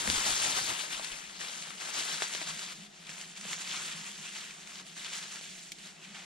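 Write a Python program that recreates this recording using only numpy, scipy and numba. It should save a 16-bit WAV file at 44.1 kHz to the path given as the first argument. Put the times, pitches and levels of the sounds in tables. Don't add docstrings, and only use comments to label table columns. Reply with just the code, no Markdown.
import sys
import numpy as np
from scipy import signal
from scipy.fft import rfft, irfft, next_fast_len
from scipy.io import wavfile
from scipy.ndimage import uniform_filter1d, map_coordinates
from numba import njit

SR = 44100
rng = np.random.default_rng(int(sys.argv[2]) if len(sys.argv) > 2 else 0)


def master(y):
    cut = np.clip(np.atleast_2d(y).T, -1, 1)
    pcm = np.round(cut * 32767)
    wavfile.write(sys.argv[1], SR, pcm.astype(np.int16))


def convert_level_to_amplitude(level_db):
    exponent = np.asarray(level_db, float) / 20
    return 10 ** exponent


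N = 276507
TIME = np.arange(N) / SR
SIZE = next_fast_len(N + 8192)
LOG_HZ = np.log(np.arange(SIZE // 2 + 1) * SR / SIZE + 1)
MIRROR = np.array([[1], [-1]])
STOP_S = 6.2495

# [start t/s, end t/s, start level/dB, end level/dB, big-fold share/dB]
POUR_TABLE = [(-.02, 0.07, -29.5, -37, 7), (0.066, 0.225, -33.5, -35.5, 2.5),
              (.242, 0.533, -36.5, -37, 1.5), (0.543, 0.86, -39, -40.5, 2.5), (0.834, 1.4, -41.5, -47, 3),
              (1.4, 1.762, -38, -45.5, 4.5), (1.763, 1.816, -47, -41.5, 2), (1.807, 1.906, -39, -38, 3.5),
              (1.936, 2.733, -43, -41.5, 1), (2.714, 2.873, -47.5, -49.5, -2),
              (2.946, 3.066, -55, -65, -0.5), (3.07, 3.338, -51.5, -49, 1), (3.354, 4.033, -50.5, -53, -1),
              (4.036, 4.527, -47, -47, -4), (4.53, 4.65, -52, -48.5, 0), (4.66, 4.811, -46.5, -44.5, 1.5),
              (4.805, 4.858, -51.5, -55, 8), (4.86, 4.984, -47.5, -52, -6),
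              (4.962, 5.404, -42, -43.5, -0.5), (5.415, 5.686, -42, -49, -14),
              (5.682, 5.747, -53, -54, -21), (5.744, 5.847, -53, -45, -13), (5.855, 5.93, -43, -52.5, -2),
              (5.93, 6.025, -54.5, -51.5, 2), (6.026, 6.3, -46, -58, -0.5)]
# [t/s, peak level/dB, rise t/s per 10 dB, fall t/s per 10 dB]
JOLT_TABLE = [(.1, -33, 0.022, 0.34), (.15, -30.5, 0.059, 0.04), (.2, -32, 0.081, 0.026),
              (.305, -34, .01, 0.061), (.5, -34, .015, 0.025), (0.269, -27.5, 0.056, 0.075),
              (.45, -27.5, 0.072, 0.14), (.572, -28, 0.03, 0.044), (.69, -30.5, 0.033, 0.092),
              (.8, -34.5, 0.014, 0.042), (.93, -36, 0.046, 0.073), (1.044, -40, 0.076, 0.097),
              (1.13, -43.5, 0.066, 0.075), (1.99, -30, 0.073, 0.095), (2.09, -35.5, .04, 0.044),
              (2.13, -32.5, 0.06, 0.065), (2.228, -32, 0.034, 0.046), (2.243, -43, .015, .01),
              (2.348, -35, 0.056, 0.082), (2.422, -37, 0.023, 0.023), (2.49, -34.5, 0.025, 0.063),
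              (2.624, -40.5, 0.049, 0.076), (3.1, -44.5, .02, 0.059), (3.21, -43.5, 0.22, 0.057),
              (3.379, -39.5, 0.014, 0.0046), (3.535, -34, 0.084, 0.022), (3.612, -38.5, 0.038, 0.027),
              (3.73, -35.5, 0.13, 0.38), (3.88, -40.5, 0.057, 0.023), (4.085, -41.5, 0.067, 0.035),
              (4.262, -42, 0.06, 0.056), (4.358, -39.5, 0.028, 0.18), (4.982, -49, .01, 0.027),
              (5.066, -41, 0.039, .01), (5.135, -37, 0.014, 0.055), (5.185, -38.5, .04, 0.013),
              (5.225, -42, .012, 0.045), (5.32, -41.5, 0.021, 0.071), (6.15, -44, 0.015, 0.32)]
# [t/s, hollow f/Hz, fine-crumb level/dB]
HOLLOW_TABLE = [(0, 3500, 1), (.15, 3700, 1.5), (.42, 3450, 1), (.47, 2570, 0.5), (.57, 3900, -0.5),
                (.64, 4500, 4), (.71, 2494, 0.5), (.81, 4100, 2), (.87, 3420, 0), (1.4, 2980, -1),
                (1.6, 3500, -0.5), (1.95, 2800, -0.5), (2.03, 3470, -1), (2.12, 3180, 0.5),
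                (2.36, 3800, -0.5), (2.9, 3370, -1.5), (3.1, 2590, -0.5), (3.4, 3000, 1), (4.9, 3020, -1.5),
                (5.05, 3500, -3), (5.15, 3870, 1.5), (5.33, 3180, -3), (5.52, 3300, -0.5), (5.6, 3620, 1),
                (6.1, 2500, -4)]
# [t/s, peak level/dB, f/Hz, low thud level/dB]
SNAP_TABLE = [(0.055, -23, 4520, -24), (0.076, -16, 1450, -26), (0.0996, -15, 3130, -35),
              (0.2662, -17, 5740, -45), (0.548, -38, 3930, -34), (0.794, -20, 3800, -38),
              (0.836, -29, 3300, -24), (0.995, -26.5, 3250, -17.5), (1.0446, -13.5, 3320, -49),
              (1.118, -22, 4040, -45), (1.4836, -18, 3310, -39), (1.704, -29, 1240, -27),
              (1.8526, -26, 4070, -36), (1.991, -25, 2490, -41), (2.2198, -26.5, 3070, -15),
              (2.348, -28, 3700, -14.5), (2.4145, -43, 4000, -27), (2.473, -23, 3390, -35),
              (3.0924, -26, 2080, -39), (3.4512, -35.5, 2960, -14), (3.53, -17, 3600, -43),
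              (3.6737, -18, 2680, -44), (3.884, -20, 2350, -47), (4.1867, -35, 3890, -30),
              (4.363, -27, 2780, -44), (4.977, -26, 1610, -44), (5.0456, -29, 3370, -37),
              (5.41, -29, 3200, -28), (5.461, -36, 2590, -40)]
# [t/s, peak level/dB]
CRACK_TABLE = [(.2404, -19), (.9052, -23), (1.2406, -28), (1.3907, -23), (1.5352, -22), (1.6226, -23),
               (1.7767, -35), (1.7993, -28), (1.94, -29), (2.3374, -22), (2.5757, -27), (2.592, -19),
               (2.6187, -23.5), (3.068, -23.5), (3.212, -19.5), (3.3624, -43.5), (3.4107, -21), (3.58, -24),
               (3.611, -34), (4.048, -37), (4.2397, -32), (4.5082, -27), (4.672, -27), (4.756, -25),
               (4.8647, -24.5), (5.088, -34), (5.1303, -19), (5.2165, -36), (5.357, -22), (5.7846, -32)]
# [t/s, peak level/dB, f/Hz]
POP_TABLE = [(0.0595, -23, 3700), (0.0758, -14, 3600), (0.1006, -12, 4400), (0.2543, -19, 3700),
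             (0.2723, -19, 3000), (0.2756, -18, 2900), (0.3341, -21, 2800), (0.377, -23, 4700),
             (0.398, -23, 3800), (0.4013, -20, 3900), (0.4281, -20, 4800), (0.5095, -23, 3400),
             (0.5562, -21, 4200), (0.584, -21, 3400), (0.5952, -22, 4200), (0.638, -24, 5100),
             (0.7386, -23, 5100), (0.7649, -28, 4000), (0.7937, -23, 3800), (0.7978, -26, 3800),
             (0.8029, -26, 4000), (0.8103, -26, 3600), (0.9468, -27, 3100), (0.9537, -27, 3600),
             (0.959, -27, 2700), (0.9964, -30, 1700), (1.0411, -28, 3500), (1.0461, -26, 2500),
             (1.1188, -28, 3500), (1.1291, -27, 3300), (1.1858, -33, 3300), (1.24, -34, 3000),
             (1.2444, -35, 3500), (1.2984, -34, 2100), (1.3457, -34, 4000), (1.4848, -28, 5000),
             (1.5524, -29, 3300), (1.6239, -26, 4500), (1.6354, -28, 4200), (1.706, -30, 2100),
             (1.7361, -33, 2100), (1.7786, -32, 4700), (1.9911, -22, 2900), (2.1693, -28, 3700),
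             (2.1839, -29, 3700), (2.2221, -29, 2300), (2.2601, -29, 3200), (2.3373, -16, 3600),
             (2.3501, -19, 3600), (2.4155, -33, 4400), (2.4737, -28, 3300), (2.5784, -28, 3300),
             (2.5924, -29, 4600), (2.6195, -27, 3300), (2.65, -30, 4000), (2.7258, -31, 4400),
             (2.7769, -37, 4700), (2.9165, -45, 4700), (3.0259, -39, 3100), (3.0694, -35, 4200),
             (3.0878, -35, 2500), (3.0942, -28, 2900), (3.1042, -31, 3000), (3.115, -33, 2700),
                 (3.1829, -33, 2900), (3.2134, -29, 4600), (3.2212, -30, 3500), (3.2393, -36, 3600),
                 (3.2453, -32, 3900), (3.2501, -37, 5100), (3.3443, -39, 5800), (3.3641, -34, 4000),
                 (3.3722, -34, 3800), (3.3787, -28, 5600), (3.4106, -29, 4700), (3.5304, -23, 3600),
                 (3.5815, -30, 2900), (3.6124, -28, 2600), (3.6742, -27, 4000), (3.7738, -26, 2600),
                 (3.8825, -27, 4400), (3.9131, -30, 3900), (4.1887, -33, 2800), (4.241, -34, 3400),
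                 (4.3391, -32, 3300), (4.3625, -29, 4000), (4.4078, -30, 3800), (4.4263, -31, 3100),
                 (4.5088, -31, 3100), (4.608, -36, 4100), (4.6447, -39, 3700), (4.6746, -36, 5000),
                 (4.6947, -35, 3400), (4.7106, -34, 4600), (4.7572, -33, 3100), (4.7722, -35, 3000),
                 (4.7997, -35, 2100), (4.8112, -38, 3000), (4.9784, -33, 4500), (4.9848, -33, 2700),
                 (5.0471, -28, 3800), (5.0605, -32, 2600), (5.0674, -29, 3400), (5.089, -32, 3700),
                 (5.1117, -33, 3400), (5.1318, -25, 4000), (5.1367, -27, 4200), (5.1654, -28, 3200),
                 (5.36, -31, 3700), (5.3925, -33, 3200), (5.4612, -33, 3000), (5.7858, -36, 4500),
                 (6.1484, -33, 3100), (6.1581, -35, 2900), (6.1636, -35, 3300), (6.1689, -32, 2800)]
# [t/s, peak level/dB, f/Hz]
FOLD_TABLE = [(1.046, -37, 1370), (1.296, -38, 1360), (1.413, -29, 1750), (1.435, -38, 1030),
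              (1.497, -37, 1410), (1.705, -31, 1300), (1.734, -44.5, 1970), (1.82, -33, 1960),
              (1.854, -36, 972), (1.887, -32, 695), (2.175, -38, 1290), (2.472, -37, 1400),
              (2.573, -35, 1830), (3.092, -35, 2000), (3.363, -49, 1690), (3.577, -36, 1650),
              (3.699, -37, 1840), (4.798, -34, 1500), (4.967, -37, 1620), (4.984, -38, 1670),
              (5.129, -37, 1590), (5.147, -37, 1650)]
# [t/s, f/Hz, level/dB, t60/s]
KNOCK_TABLE = [(.0757, 2600, -16, .002), (.0762, 1350, -15, .006), (5.7222, 2400, -38, .007),
               (.1003, 3500, -18, .005), (.1003, 4800, -19, .0045), (.1004, 6800, -17, .003),
               (.9955, 420, -30, .02), (2.2217, 680, -23, .02), (2.2217, 880, -27, .008),
               (2.2217, 1400, -29, .008), (2.2217, 400, -24, .02), (2.3495, 700, -30, .01),
               (2.4155, 300, -24, .03), (2.4155, 600, -23, .015), (3.0694, 7600, -35, .002),
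               (3.2455, 7200, -36, .002), (3.3787, 7300, -30, .003), (3.4106, 8200, -30, .0015),
               (6.150, 2700, -33, .006), (6.1555, 2900, -37, .006), (6.159, 3400, -34, .004),
               (6.1625, 3300, -35, .005), (6.169, 2200, -38, .012), (6.183, 780, -38, .05),
               (6.1845, 2400, -33, .003), (6.1912, 2300, -33, .003), (6.2, 2300, -34, .004),
               (6.05, 2300, -42, .012), (6.09, 2200, -41, .015)]
# [t/s, position: 1 left, 0 front]
BAG_PATH = [
    (0, 1),
    (1.3, 1),
    (2.3, 0.66),
    (3.5, 0.28),
    (5, 0.29),
    (6.27, 0.1),
]
# [f/Hz, level/dB per Hz]
FILM_COLOUR = [(110, -12.5), (280, -7.5), (600, -4.5), (1100, 2), (1900, 6.5), (3300, 6.5), (5500, 5),
               (7300, 7.5), (8300, 3.5), (9400, 0), (10800, -9), (13500, -16), (15300, -22), (16500, -44)]
# [f/Hz, left-right level/dB from left, same from front, left lead/rad from left, same from front,
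# direct share/0-1]
PORT_PAIR = [(150, 3, 0, 0, 0, .92), (450, 7, 1, .1, .2, .7), (800, 8, 2, -1, 0, .45),
             (1150, 9, 5, -1.8, -.6, .8), (2000, 7, 2, -1.3, -.4, .56), (4100, 4, 1, 0, 0, .87),
             (6000, 3, -1, 2, 1, .6), (8100, -2, -6, 3.1, 2.4, .5), (9000, 8, 4, 3.8, 3.2, .5),
             (12000, 4, 2, 5.3, 4, .35), (15000, 5, 3, 7.5, 5, .3)]
# [f/Hz, level/dB, t60/s]
RIM_MODES = [(2330, -38, .02), (3500, -32, .008), (4700, -33, .002), (5200, -26, .0007), (6000, -32, .002),
             (7700, -31, .004), (8700, -42, .015), (10500, -50, .001), (14700, -44, .001)]
# [t/s, level/dB, f/Hz, t60/s]
BUMP_TABLE = [(0.057, -43, 200, 0.17), (0.077, -34, 207, 0.12), (0.089, -36.5, 84.7, 0.16),
              (.1, -41, 270, .06), (0.171, -41, 32, 0.16), (3.7, -66, 65, .3), (5.49, -65, 75, .15)]
# [t/s, level/dB]
GRIP_TABLE = [(0.0, -57), (.088, -45.5), (.3, -52), (.45, -50.5), (.6, -53.5), (.706, -55.5)]
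# [t/s, level/dB]
PUFF_TABLE = [(0.0, -69), (.19, -57), (.34, -59), (.54, -66), (.96, -61), (1.14, -63), (1.29, -66),
              (1.96, -75), (2.49, -71), (3.1, -83), (3.76, -80), (5.08, -84), (5.5, -81), (5.73, -84)]
# [f/Hz, level/dB per Hz, port likeness/0-1]
HISS_COLOUR = [(20, -16, 0.7), (60, -14, 0.6), (127, -14.5, 0.7), (258, -3, 0.98), (373, 0, 0.73),
               (520, -8.5, 0), (690, 1.5, 0), (990, -10.5, 0), (3020, -10, 0), (8000, -15, 0.7),
               (11500, -31, 0), (16000, -42, .1)]
# [t/s, level/dB]
DRONE_TABLE = [(.09, -63), (1.02, -68), (1.55, -64), (1.69, -60), (2.14, -58), (2.372, -59), (2.49, -55),
               (2.79, -54), (3.1, -58), (3.3, -62), (3.43, -52.5), (3.69, -57), (3.81, -53), (3.97, -52),
               (4.2, -57), (4.75, -62), (5.2, -77), (5.6, -67), (5.83, -61), (6.08, -57)]


def rustle(patch, moves, count=130000, gain_db=-7.5):
    scatter_db, rarest, patchy_db = 3.1, 0.011, 1.9
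    taut_from_db, taut_per_db, slack_hz, slack_octaves = -38.5, -0.5, 2160, 0.52
    fold_per_jolt, crumb_per_jolt, crumb_per_db = 0.21, -0.13, 0.024
    hollow_db, hollow_per_jolt, hollow_octaves = 3.0, 0.17, 0.32

    when, pitch, luck, turn, stiff = rng.random((count, 5)).T
    cycles = 5 * 6.5 ** stiff ** 1.4
    row, column = when * (len(patch) - 1), np.sqrt(pitch) * (patch.shape[1] - 1)
    level_db, jolt_db, fold_db = moves[:, (when * N).astype(int)]
    t_s, hz = when * N / SR, (12 + 116 * pitch) ** 2
    fold = np.clip(np.log2(2000 / hz), 0, 1)
    crumb = np.clip(np.log2(hz / 5000) * 2, 0, 1)
    above_db = level_db - taut_from_db

    db = patchy_db * map_coordinates(patch, [row, column], order=1)
    db += level_db - scatter_db * np.log(luck + rarest)
    db += fold * (fold_db + fold_per_jolt * jolt_db)
    db += crumb * (2.5 + crumb_per_jolt * jolt_db + crumb_per_db * above_db)
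    slack = np.exp(-(np.log2(hz / slack_hz) / slack_octaves) ** 2)
    db += taut_per_db * np.clip(above_db, 0, None) * slack

    shape_s, hollow_hz, fine_db = np.transpose(HOLLOW_TABLE)
    octaves = np.log2(hz / np.interp(t_s, shape_s, hollow_hz))
    db += (hollow_db + hollow_per_jolt * jolt_db) * np.exp(-(octaves / hollow_octaves) ** 2)
    db += crumb * np.interp(t_s, shape_s, fine_db)
    size = (hz / 3000) ** 0.75 * np.sqrt(11 / cycles)
    return ring(t_s, hz, cycles / hz, np.exp(2j * np.pi * turn) * convert_level_to_amplitude(db + gain_db) * size)


def patches(rate_hz, count, wake=0.14, linger=0.8):
    turn, size = rng.random((2, int(rate_hz * N / SR) + 2, count))
    awake = signal.lfilter([1], [1, -linger], (turn < wake) * (size + 1.2), axis=0)
    return (awake - awake.mean()) / awake.std()


def motion(time=TIME[::32]):
    edge_s, rest_db = 0.018, -62
    start, end, first_db, last_db, fold_db = np.transpose(POUR_TABLE)[:, :, None]
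    on = np.clip(np.minimum(time - start, end - time) / edge_s + 0.5, 0, 1)
    pour_db = first_db + (last_db - first_db) * (time - start) / (end - start)
    power = on * convert_level_to_amplitude(2 * pour_db * (on > 0))
    slide = np.interp(TIME, time, power.sum(axis=0) + convert_level_to_amplitude(2 * rest_db))
    slide_db = 10 * np.log10(slide)
    both_db = 10 * np.log10(slide + swells(*np.transpose(JOLT_TABLE)))
    return both_db, both_db - slide_db, np.interp(TIME, time, np.sum(on * fold_db, axis=0))


def snaps(count=24, spread_s=0.0017, tail_db=-15, cycles=17.0, thud_hz=520):
    crack_hz, crack_thud_db = 3140, -61
    cracks = [(s, db, crack_hz, crack_thud_db) for s, db in CRACK_TABLE]
    s, peak_db, _, thud_db = np.transpose(SNAP_TABLE + cracks)
    s = s + 0.0008
    chance = rng.random((len(s), 3, count))
    lag = -spread_s * np.log(chance[:, 0])
    shed_hz = 1500 * 9 ** chance[:, 1]
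    fade = np.exp(-lag / (2 * spread_s) + 2j * np.pi * chance[:, 2])
    shed = convert_level_to_amplitude(peak_db[:, None] + tail_db) * fade * shed_hz / 3000
    shed_s, hz = (s[:, None] + lag).ravel(), shed_hz.ravel()
    shower = ring(shed_s, hz, cycles / hz, shed.ravel())
    thud = ring(s + 0.00106, 0 * s + thud_hz, 0 * s + 0.0089, 1j * convert_level_to_amplitude(peak_db + thud_db + 26.0))
    return shower + thud


def pops(cycles=3.5, gain_db=4.5, edge_db=-7.0, edge=1.7, db_per_octave=4.0):
    s, db, hz = np.transpose(POP_TABLE)
    octaves = np.log2(hz / 3500)
    phase = np.exp(2j * np.pi * rng.random(len(s)))
    size = phase * convert_level_to_amplitude(db + gain_db + db_per_octave * np.clip(octaves, 0, 1))
    flick = size * convert_level_to_amplitude(edge_db + db_per_octave * octaves)
    return ring(s, hz, cycles / hz, size) + ring(s, edge * hz, cycles / hz, flick)


def folds(cycles=9.0, gain_db=5.5):
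    s, db, hz = np.transpose(FOLD_TABLE)
    return ring(s + 0.00098, hz, cycles / hz, 1j * convert_level_to_amplitude(db + gain_db))


def knocks():
    s, hz, db, t60 = np.transpose(KNOCK_TABLE)
    dull = hz < 1800
    highpass = signal.butter(4, 1900, "high", fs=SR, output="sos")
    crisp = signal.sosfilt(highpass, ring(s, hz, t60, 1j * convert_level_to_amplitude(db) * ~dull))
    return crisp + ring(s, hz, t60, 1j * convert_level_to_amplitude(db) * dull)


def ports(shared, apart, clicks, scatter_t60=0.17, scatter_db=-8):
    direct = np.clip(over_hz(PORT_PAIR, axis=5), 0, 1)
    left = np.clip(np.interp(TIME, *np.transpose(BAG_PATH)), 0, 1)
    echo = rng.standard_normal((2, 4096)) * convert_level_to_amplitude(-60 * TIME[:4096] / scatter_t60)
    echo = convert_level_to_amplitude(scatter_db) * rfft(echo / np.linalg.norm(echo[0]), SIZE)
    mix = np.sqrt(direct) * rfft(shared + clicks, SIZE)
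    mix = mix + np.sqrt(1 - direct) * rfft(apart, SIZE) + echo * rfft(clicks, SIZE)
    mix *= causal(over_hz(FILM_COLOUR, axis=1) - max(db for _, db in FILM_COLOUR))
    out, side = 0, MIRROR / 2
    for weight, column in ((left, 1), (1 - left, 2)):
        shadow = convert_level_to_amplitude(side * over_hz(PORT_PAIR, axis=column))
        lead = np.exp(1j * side * over_hz(PORT_PAIR, axis=column + 2))
        out = out + weight * irfft(mix * shadow * lead, SIZE)[:, :N]
    return out


def rim(strike_s=5.7196, tail_db=-37.5, tail_t60=0.05):
    hz, db, t60 = np.transpose(RIM_MODES)
    tick = ring(0 * hz + strike_s, hz, t60, 1j * convert_level_to_amplitude(db))
    tick = convert_level_to_amplitude(1.5) * uniform_filter1d(tick, size=3)
    bandpass = signal.butter(5, [2150, 16200], "band", fs=SR, output="sos")
    late = TIME - strike_s
    hiss = np.array([band(2100, 7900, order=2) for _ in range(2)])
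    tail = hiss * (late > 0) * convert_level_to_amplitude(tail_db - 60 * np.abs(late) / tail_t60)
    return signal.sosfilt(bandpass, tick) + tail


def handling(lean_db=5.0, apart_db=-11.0):
    wind_filter_s, grip_floor_db, still_air_db = 0.752, -100, -85
    grip_rise_s, grip_fall_s = 0.04, 0.13
    puff_rise_s, puff_fall_s = 0.046, 0.045
    s, db, hz, t60 = np.transpose(BUMP_TABLE)
    bumps = ring(s, hz, t60, convert_level_to_amplitude(db) + 0j)
    grip = np.sqrt(swells(*np.transpose(GRIP_TABLE), grip_rise_s, grip_fall_s))
    grip = grip * np.clip((wind_filter_s - TIME) / 0.01, 0, 1) + convert_level_to_amplitude(grip_floor_db)
    rumble = grip * (band(51, 366) + convert_level_to_amplitude(apart_db) * band(51, 366) * MIRROR)
    puff = np.sqrt(swells(*np.transpose(PUFF_TABLE), puff_rise_s, puff_fall_s)) + convert_level_to_amplitude(still_air_db)
    air = puff * (band(16, 43) + convert_level_to_amplitude(apart_db) * band(16, 43) * MIRROR)
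    return (bumps + rumble + air) * convert_level_to_amplitude(lean_db * MIRROR / 2)


def kitchen(apart_db=-11, hiss_db=-60):
    shaded_db, rise_s, fall_s = -62.5, 0.031, 0.09
    drone = band(150, 216, order=4) + convert_level_to_amplitude(apart_db) * band(152, 213, order=5) * MIRROR
    power = convert_level_to_amplitude(2 * shaded_db) + swells(*np.transpose(DRONE_TABLE), rise_s, fall_s)
    alike = np.clip(over_hz(HISS_COLOUR, axis=2), 0, 1)
    mid, side = rfft(rng.standard_normal((2, SIZE))) * convert_level_to_amplitude(over_hz(HISS_COLOUR, axis=1))
    pair = np.sqrt(1 + alike) * mid + np.sqrt(1 - alike) * side * MIRROR
    return level(irfft(pair, SIZE)[:, :N], hiss_db) + drone * np.sqrt(power)


@njit
def ring(start, hz, t60, size):
    out = np.zeros(N)
    for k in range(len(start)):
        p = np.exp((2j * np.pi * hz[k] - np.log(1000) / t60[k]) / SR)
        z = size[k]
        for i in range(int(start[k] * SR), min(N, int((start[k] + 0.8 * t60[k]) * SR))):
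            z *= p
            out[i] += z.imag
    return out


def swells(s, db, rise_s, fall_s, time=TIME[::32]):
    late = time - s[:, None]
    rise = -late / np.reshape(rise_s, (-1, 1))
    fall = late / np.reshape(fall_s, (-1, 1))
    drop = np.where(late < 0, rise, fall)
    return np.interp(TIME, time, np.sum(convert_level_to_amplitude(2 * (db[:, None] - 10 * drop)), axis=0))


def band(low_hz, high_hz, order=3):
    bandpass = signal.butter(order, [low_hz, high_hz], "band", fs=SR, output="sos")
    return level(signal.sosfilt(bandpass, rng.standard_normal(N)), 0)


def level(x, db):
    return x * convert_level_to_amplitude(db) / np.sqrt(np.mean(x ** 2))


def over_hz(table, axis):
    rows = np.array(table, float)
    return np.interp(LOG_HZ, np.log(rows[:, 0]), rows[:, axis])


def causal(db):
    cepstrum = irfft(np.log(convert_level_to_amplitude(db)), SIZE)
    cepstrum[1:SIZE // 2] *= 2
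    cepstrum[SIZE // 2 + 1:] = 0
    return np.exp(rfft(cepstrum))


def scene():
    patch, moves = patches(200, count=18), np.array(motion())
    shared, *apart = (rustle(patch, moves) for _ in range(3))
    clicks = snaps() + pops() + folds() + knocks()
    return ports(shared, np.array(apart), clicks) + handling() + kitchen() + rim()


def band_limit(x):
    return signal.sosfilt(signal.butter(12, 16490, fs=SR, output="sos"), x)


def record(dry):
    mix = dry * (TIME < STOP_S)
    return band_limit(mix)


dry = scene()
out = record(dry)
master(out)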